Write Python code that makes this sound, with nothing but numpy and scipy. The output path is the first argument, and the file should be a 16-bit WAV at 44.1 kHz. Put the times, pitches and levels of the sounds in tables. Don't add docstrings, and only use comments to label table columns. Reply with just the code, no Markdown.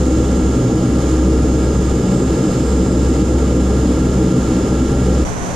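import sys
import numpy as np
from scipy import signal
from scipy.fft import rfft, irfft
from scipy.io import wavfile

SR = 44100
rng = np.random.default_rng(int(sys.argv[2]) if len(sys.argv) > 2 else 0)


def store_pcm(level_fs):
    pcm = np.round(np.clip(level_fs, -1, 1) * 32767).astype(np.int16)
    wavfile.write(sys.argv[1], SR, np.atleast_2d(pcm).T)


N = 244755
TIME = np.arange(N) / SR
HZ = np.maximum(np.arange(N // 2 + 1) * SR / N, 1)

# time_s, slip_turns
PROPELLER_SLIP = [(0, .24), (.3, .28), (.45, .23), (.55, .34), (.65, .5), (.75, .7), (.85, .62), (.92, .7),
                  (1.02, .68), (1.3, .95), (1.45, 1.17), (1.85, 1.23), (2.15, 1.5), (2.21, 1.34),
                  (2.3, 1.3), (2.4, 1.45), (2.56, 1.5), (2.75, 1.9), (2.9, 1.61), (3.05, 1.9), (3.25, 1.7),
                  (3.4, 1.97), (3.52, 2.27), (3.65, 2.18), (4.0, 2.29), (4.2, 2.29), (4.3, 2.47),
                  (4.45, 2.65), (4.53, 2.57), (4.85, 2.74), (5.05, 2.73), (5.17, 2.93)]
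RIB_TONE_HZ = [126.5, 187.4, 253.3, 317.3, 382, 443, 505]
# base_level_db, blur_hz, rise_db
RIB_TONE_LEVELS = [(-29.5, 6.4, 7), (-26, 3.84, 3), (-27.5, 6, 0.5), (-26.5, 5.13, 1), (-38, 4.5, -0.5),
                   (-40.5, 6.1, -7.5), (-38, 4.4, -1)]
# centre_s, blade_rate_multiple, rise_db
RIB_SURGES = [(.3, 3, 4), (.62, 2, 5), (.7, 5, 3), (.81, 4, 6), (.88, 2, 5), (1.1, 5, 3), (1.42, 4, 6),
              (1.56, 5, 3), (2.1, 2, 4), (2.17, 4, 5), (2.25, 8, 7), (2.43, 5, 6), (2.65, 3, 6),
              (2.73, 7, 8), (2.9, 3, 5), (3.18, 3, 4), (3.2, 5, 5), (3.38, 7, 7), (3.55, 8, 8),
              (3.57, 4, 4), (3.85, 4, 4), (3.85, 5, 4), (3.92, 3, 5), (3.95, 6, 5), (4.18, 2, 4),
              (4.23, 7, 5), (4.27, 4, 4), (4.38, 2, 4), (4.41, 5, 4), (4.5, 3, 5), (4.7, 5, 4),
              (4.97, 4, 5), (5.02, 2, 4), (5.09, 7, 5), (5.09, 8, 7), (5.1, 3, 4), (5.21, 5, 6)]
HUM_HZ = 65.2
NEAR_DB, FAR_DB = -18.5, -20.5
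HUM_WAVER_DB, HUM_WAVER_RADIANS = .6, .15
SURGE_S = .066


def blade_tones():
    turn = rng.uniform(0, 2 * np.pi) + 2 * np.pi * HUM_HZ * TIME
    slip = 2 * np.pi * np.interp(TIME, *np.transpose(PROPELLER_SLIP))
    behind = slip + HUM_WAVER_RADIANS * drift(4.3)
    near = from_db(NEAR_DB + HUM_WAVER_DB * drift(6.3)) * np.sin(turn + behind / 2)
    far = from_db(FAR_DB + HUM_WAVER_DB * drift(3.9)) * np.sin(turn - behind / 2)
    tones = np.sqrt(2) * (near + far)
    rows = zip(RIB_TONE_HZ, RIB_TONE_LEVELS)
    for multiple, (pitch_hz, (level_db, blur_hz, rise_db)) in enumerate(rows, 2):
        surge_db = 0
        for centre_s, surging_multiple, peak_db in RIB_SURGES:
            if surging_multiple == multiple:
                surge_db = surge_db + peak_db * np.exp(-.5 * ((TIME - centre_s) / SURGE_S) ** 2)
        gain = from_db(level_db + surge_db - rise_db * np.cos(behind))
        tones = tones + gain * lumpy_tone(pitch_hz, blur_hz)
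    return tones


# frequency_hz, relative_density_db
ROAR_SPECTRUM = [(18, -14), (28, -7), (38, -13), (50, -4), (65, -11.5), (88, -6), (100, -3.5), (145, -4.5),
                 (215, -2.5), (280, -2), (335, -3), (370, -8), (450, -6), (600, -18), (1100, -31),
                 (5000, -103)]
ROAR_DB, ROAR_RIB_SHARE = -15, .24


def propeller_roar():
    colour = blade_ribs(ROAR_RIB_SHARE) * from_db(over_hz(ROAR_SPECTRUM))
    return from_db(ROAR_DB) * cabin_noise(colour)


# frequency_hz, relative_density_db
HISS_SPECTRUM = [(500, -20), (900, 4.5), (1400, -1.5), (2000, -4.5), (3200, -7), (4600, -8), (6000, -8.5),
                 (7200, -6), (8300, -13.5), (10200, -14.5), (11800, -22.5), (13800, -29.5), (15000, -40),
                 (15300, -52)]
HISS_DB = -31.5


def air_hiss():
    flutter_db = .5 * drift(2.7) + .5 * drift(35.0)
    return from_db(HISS_DB + flutter_db) * cabin_noise(from_db(over_hz(HISS_SPECTRUM)))


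MESH_HZ = [1614.8, 1663.45, 1686.0, 1368.9, 1386.1, 7553.0, 7267.0, 5394.0, 13885.0]
# (multiple, left_level_db, right_level_db)
GEAR_MESHES = [(.2, 2.5, [(1, -54, -59), (2, -57, -56), (3, -58, -55), (4, -55, -51), (5, -64, -64),
               (6, -76, -66), (8, -78, -77)]), (.2, 1.5, [(2, -66, -64), (3, -53, -54), (4, -60, -40),
               (5, -72, -73), (6, -74, -67), (7, -83, -74)]), (.2, 1.5, [(1, -58, -53), (2, -55, -56),
               (3, -53, -54), (4, -61, -48), (5, -61, -54), (6, -70, -60), (7, -84, -75)]),
               (1.4, 1.8, [(1, -42.5, -41.5), (2, -58, -57)]), (1.0, 2.0, [(1, -45, -48), (2, -58, -63),
               (4, -61, -55)]), (4.0, 2.5, [(1, -55, -43.5)]), (3.0, 3.0, [(1, -73, -55)]),
               (3.0, 3.0, [(1, -62, -60)]), (2.0, 3.0, [(1, -86, -77)])]
WHINE_HZ = [1369, 1386, 4844, 5058, 6459, 6654, 6744, 7553]
# time_s, then level_db for each of those pitches
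WHINE_SWELLS = [(.3, -41.5, -48.5, -59.5, -58.5, -49.5, -45.5, -53, -52),
                (.9, -43, -46.5, -57, -58, -53, -45.5, -52.5, -60),
                (1.5, -43.5, -48.5, -56, -55, -53, -45, -56.5, -54.5),
                (2.1, -44, -49, -53.5, -52.5, -56, -45, -56.5, -50.5),
                (2.7, -47, -48.5, -56, -51, -56.5, -47, -55.5, -47.5),
                (3.3, -43.5, -47, -57.5, -53.5, -56, -46.5, -55, -51),
                (3.9, -43, -47, -60, -53, -55.5, -47.5, -53.5, -57),
                (4.5, -42.5, -46, -57.5, -54, -59.5, -47, -52, -65),
                (5.0, -42, -48, -58, -53, -57, -46, -55, -60)]


def gear_whine():
    whine, lead = np.zeros((2, N)), over_hz(CABIN_LEAD)
    swell_times, *swell_levels = np.transpose(WHINE_SWELLS)
    for mesh_hz, (pitch_waver_hz, level_waver_db, multiples) in zip(MESH_HZ, GEAR_MESHES):
        turn = 2 * np.pi * np.cumsum(mesh_hz + pitch_waver_hz * drift(3.56)) / SR
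        for multiple, *sides_db in multiples:
            tone_hz = multiple * mesh_hz
            right_lag = np.c_[[0, lead[int(tone_hz * N / SR)]]]
            phase = multiple * turn + rng.uniform(0, 2 * np.pi) - right_lag
            swell_db = .5 * level_waver_db * drift(.54)
            for strong_hz, levels_db in zip(WHINE_HZ, swell_levels):
                if abs(strong_hz - tone_hz) < 2:
                    swell = from_db(np.interp(TIME, swell_times, levels_db))
                    swell_db = 20 * np.log10(rms_one(swell))
            level_db = np.c_[sides_db] + swell_db + .7 * level_waver_db * drift(11.0)
            whine += np.sqrt(2) * from_db(level_db) * np.sin(phase)
    return whine


# frequency_hz, relative_density_db
OUTSIDE_SPECTRUM = [(20, -1), (45, 6.5), (85, -3), (120, 1), (180, -4.5), (330, -6), (550, -7),
                    (1040, -12.5), (1500, -17.5), (2200, -23), (3700, -30.5), (5300, -31.5), (5900, -24.5),
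                    (6700, -26), (7600, -30), (9000, -32.5), (11700, -42), (13500, -52), (15400, -68)]
# frequency_hz, unshared_db
OUTSIDE_UNSHARED = [(60, 0.5), (180, 0.5), (550, -1.2), (1650, 1.5), (4000, -3), (9000, 4)]
# frequency_hz, left_minus_right_db
OUTSIDE_BALANCE = [(60, 0), (700, 1.5), (1300, -7), (2400, -3.5), (4400, -3), (6200, -14.5), (7400, -12),
                   (8800, 0), (12000, -7)]
# time_s, rumble_db, rush_db
WASH_SWELLS = [(5.25, -2, -2), (5.35, -2, -2), (5.43, -2, -1.5), (5.5, -3.5, -2), (5.55, -6, -2)]
# pitch_hz, left_level_db, right_level_db
OUTSIDE_HUMS = [(53.2, -36, -33), (105, -36, -39), (129, -36, -35), (180, -35, -34), (240, -34.5, -38),
                (301, -39, -37)]
OUTSIDE_DB, OUTSIDE_RIB_SHARE = -18, .085
WASH_SPLIT_HZ = 600


def outside_rush():
    colour = blade_ribs(OUTSIDE_RIB_SHARE) * from_db(over_hz(OUTSIDE_SPECTRUM))
    wash = stereo_noise(colour, OUTSIDE_UNSHARED, OUTSIDE_BALANCE, 0)
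    rumble = irfft(rfft(wash) / (1 + (HZ / WASH_SPLIT_HZ) ** 2), N)
    rush = wash - rumble
    times, rumble_db, rush_db = np.transpose(WASH_SWELLS)
    rumble_gain = from_db(np.interp(TIME, times, rumble_db))
    rush_gain = from_db(np.interp(TIME, times, rush_db))
    flutter_db = .5 * drift(4.9) + .55 * drift(30.0)
    out = from_db(OUTSIDE_DB + flutter_db) * (rumble_gain * rumble + rush_gain * rush)
    for pitch_hz, *sides_db in OUTSIDE_HUMS:
        out = out + from_db(np.c_[sides_db]) * lumpy_tone(pitch_hz, 3.3)
    return out


RIB_HZ = 63.2
RIB_BLUR_HZ = 900


def blade_ribs(share):
    share = np.clip(share, 0, .9) / (1 + (HZ / RIB_BLUR_HZ) ** 2)
    return np.sqrt(1 - share ** 2) / (1 - share * np.exp(-2j * np.pi * HZ / RIB_HZ))


RIB_STEADY = .62


def lumpy_tone(hz, blur_hz):
    unsteady = drift(blur_hz) + 1j * drift(blur_hz)
    lumps = RIB_STEADY + np.sqrt((1 - RIB_STEADY ** 2) / 2) * unsteady
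    turn = 2 * np.pi * np.cumsum(hz + blur_hz / 2 * drift(blur_hz)) / SR
    return np.sqrt(2) * np.real(lumps * np.exp(1j * turn))


# frequency_hz, width_hz, left_lift_db, right_lift_db
CABIN_RESONANCES = [(148, 18, 4, 4), (168, 10, -2, -2), (212, 14, -2, -2), (340, 14, 2, 2), (545, 40, 2, 2),
                    (600, 30, 2, 2), (715, 50, -4, 0), (775, 70, 5, 3), (815, 50, 0, 3), (885, 80, 3, 0),
                    (990, 130, -3, 0), (1150, 30, 3, 3), (1223, 40, 7, 7), (1300, 110, 8, 5),
                    (1650, 70, 7, 7), (1900, 50, 2, 2), (2010, 80, 1, 2), (2234, 60, 3, 4),
                    (2360, 130, -2, -1), (2540, 110, -2, -2), (2740, 60, 3, 3), (2810, 60, -5, -4),
                    (2930, 130, 4, 3), (3110, 70, 3, 2), (3280, 70, -4, -4), (3650, 200, 3, 2),
                    (3900, 140, -3, -4), (4100, 200, 2, 1), (4350, 120, -2, -2), (5500, 350, 3, 3),
                    (5900, 400, -2, -2), (7350, 480, 4, 3)]
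# frequency_hz, unshared_db
CABIN_UNSHARED = [(30, -26), (60, -28), (120, -12.5), (270, -40), (450, -20), (600, -4.5), (800, -2),
                  (1220, -3), (2000, -0.5), (3300, -5), (5500, -0.5), (9000, 1)]
# frequency_hz, left_minus_right_db
CABIN_BALANCE = [(200, .2), (450, 1), (2000, -.5), (4500, -1), (5500, -4), (6000, -7), (6500, -12),
                 (7000, -13), (7600, -10), (8400, -4), (9500, -3), (10500, -6), (14000, -4)]
# frequency_hz, left_lead_radians
CABIN_LEAD = [(200, 0), (780, -.5), (2760, -.3), (3360, .4), (5000, -.1), (6460, 1.0), (7410, 1.6)]


def cabin_noise(colour):
    lift_db = 0
    for hz, width_hz, *sides_db in CABIN_RESONANCES:
        hump = np.exp(-.5 * ((HZ - hz) / (width_hz / 2)) ** 2)
        lift_db = lift_db + np.outer(sides_db, hump)
    return stereo_noise(colour * from_db(lift_db), CABIN_UNSHARED, CABIN_BALANCE, over_hz(CABIN_LEAD))


def stereo_noise(colour, unshared, balance, lead):
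    shared, own = rfft(rng.standard_normal((2, N)))
    apart = from_db(np.minimum(over_hz(unshared), 0))
    tilt_db = over_hz(balance) / 2
    left = shared * from_db(tilt_db)
    lagging = np.sqrt(1 - apart ** 2) * shared * np.exp(-1j * lead)
    right = (lagging + apart * own) * from_db(-tilt_db)
    return rms_one(irfft(colour * np.array([left, right]), N))


LIMIT_DB, SQUEEZE = -6, .38
RELEASE_DB_PER_S, ATTACK_S = 90, .00031


def gain_control(x):
    peak_db = 20 * np.log10(np.abs(x).max(axis=0) + 1e-9)
    fall_db = RELEASE_DB_PER_S * TIME
    held_db = np.maximum.accumulate(peak_db + fall_db) - fall_db
    r = np.exp(-1 / (ATTACK_S * SR))
    duck_db = SQUEEZE * np.maximum(held_db - LIMIT_DB, 0)
    return x * from_db(-signal.lfilter([1 - r], [1, -r], duck_db))


def from_db(db):
    return 10 ** (np.asarray(db) / 20)


def rms_one(x):
    return x / np.sqrt(np.mean(x ** 2) + 1e-20)


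def over_hz(points):
    hz, value = np.transpose(points)
    return np.interp(np.log(HZ), np.log(hz), value)


def drift(rate_hz):
    r = np.exp(-80 * np.pi * rate_hz / SR)
    noise = rng.standard_normal(N // 40 + 2002)
    slow = signal.lfilter([1], [1, -2 * r, r * r], noise)[2000:]
    return np.interp(np.arange(N) / 40, np.arange(len(slow)), rms_one(slow - slow.mean()))


FADE_FROM_S, JUMP_S, FADE_IN_S = 5.238, 5.250, .002


def scene():
    cockpit = blade_tones() + propeller_roar() + air_hiss() + gear_whine()
    fade_out = np.clip((JUMP_S - TIME) / (JUMP_S - FADE_FROM_S), 0, 1)
    fade_in = np.clip(1 + (TIME - JUMP_S) / FADE_IN_S, 0, 1)
    return fade_out * gain_control(cockpit) + fade_in * outside_rush()


CEILING, CUTOFF_HZ = 2.1, 15600


def record(dry):
    steep = signal.ellip(10, .5, 60, CUTOFF_HZ, fs=SR, output="sos")
    return signal.sosfilt(steep, CEILING * np.tanh(dry / CEILING))


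dry = scene()
out = record(dry)
store_pcm(out)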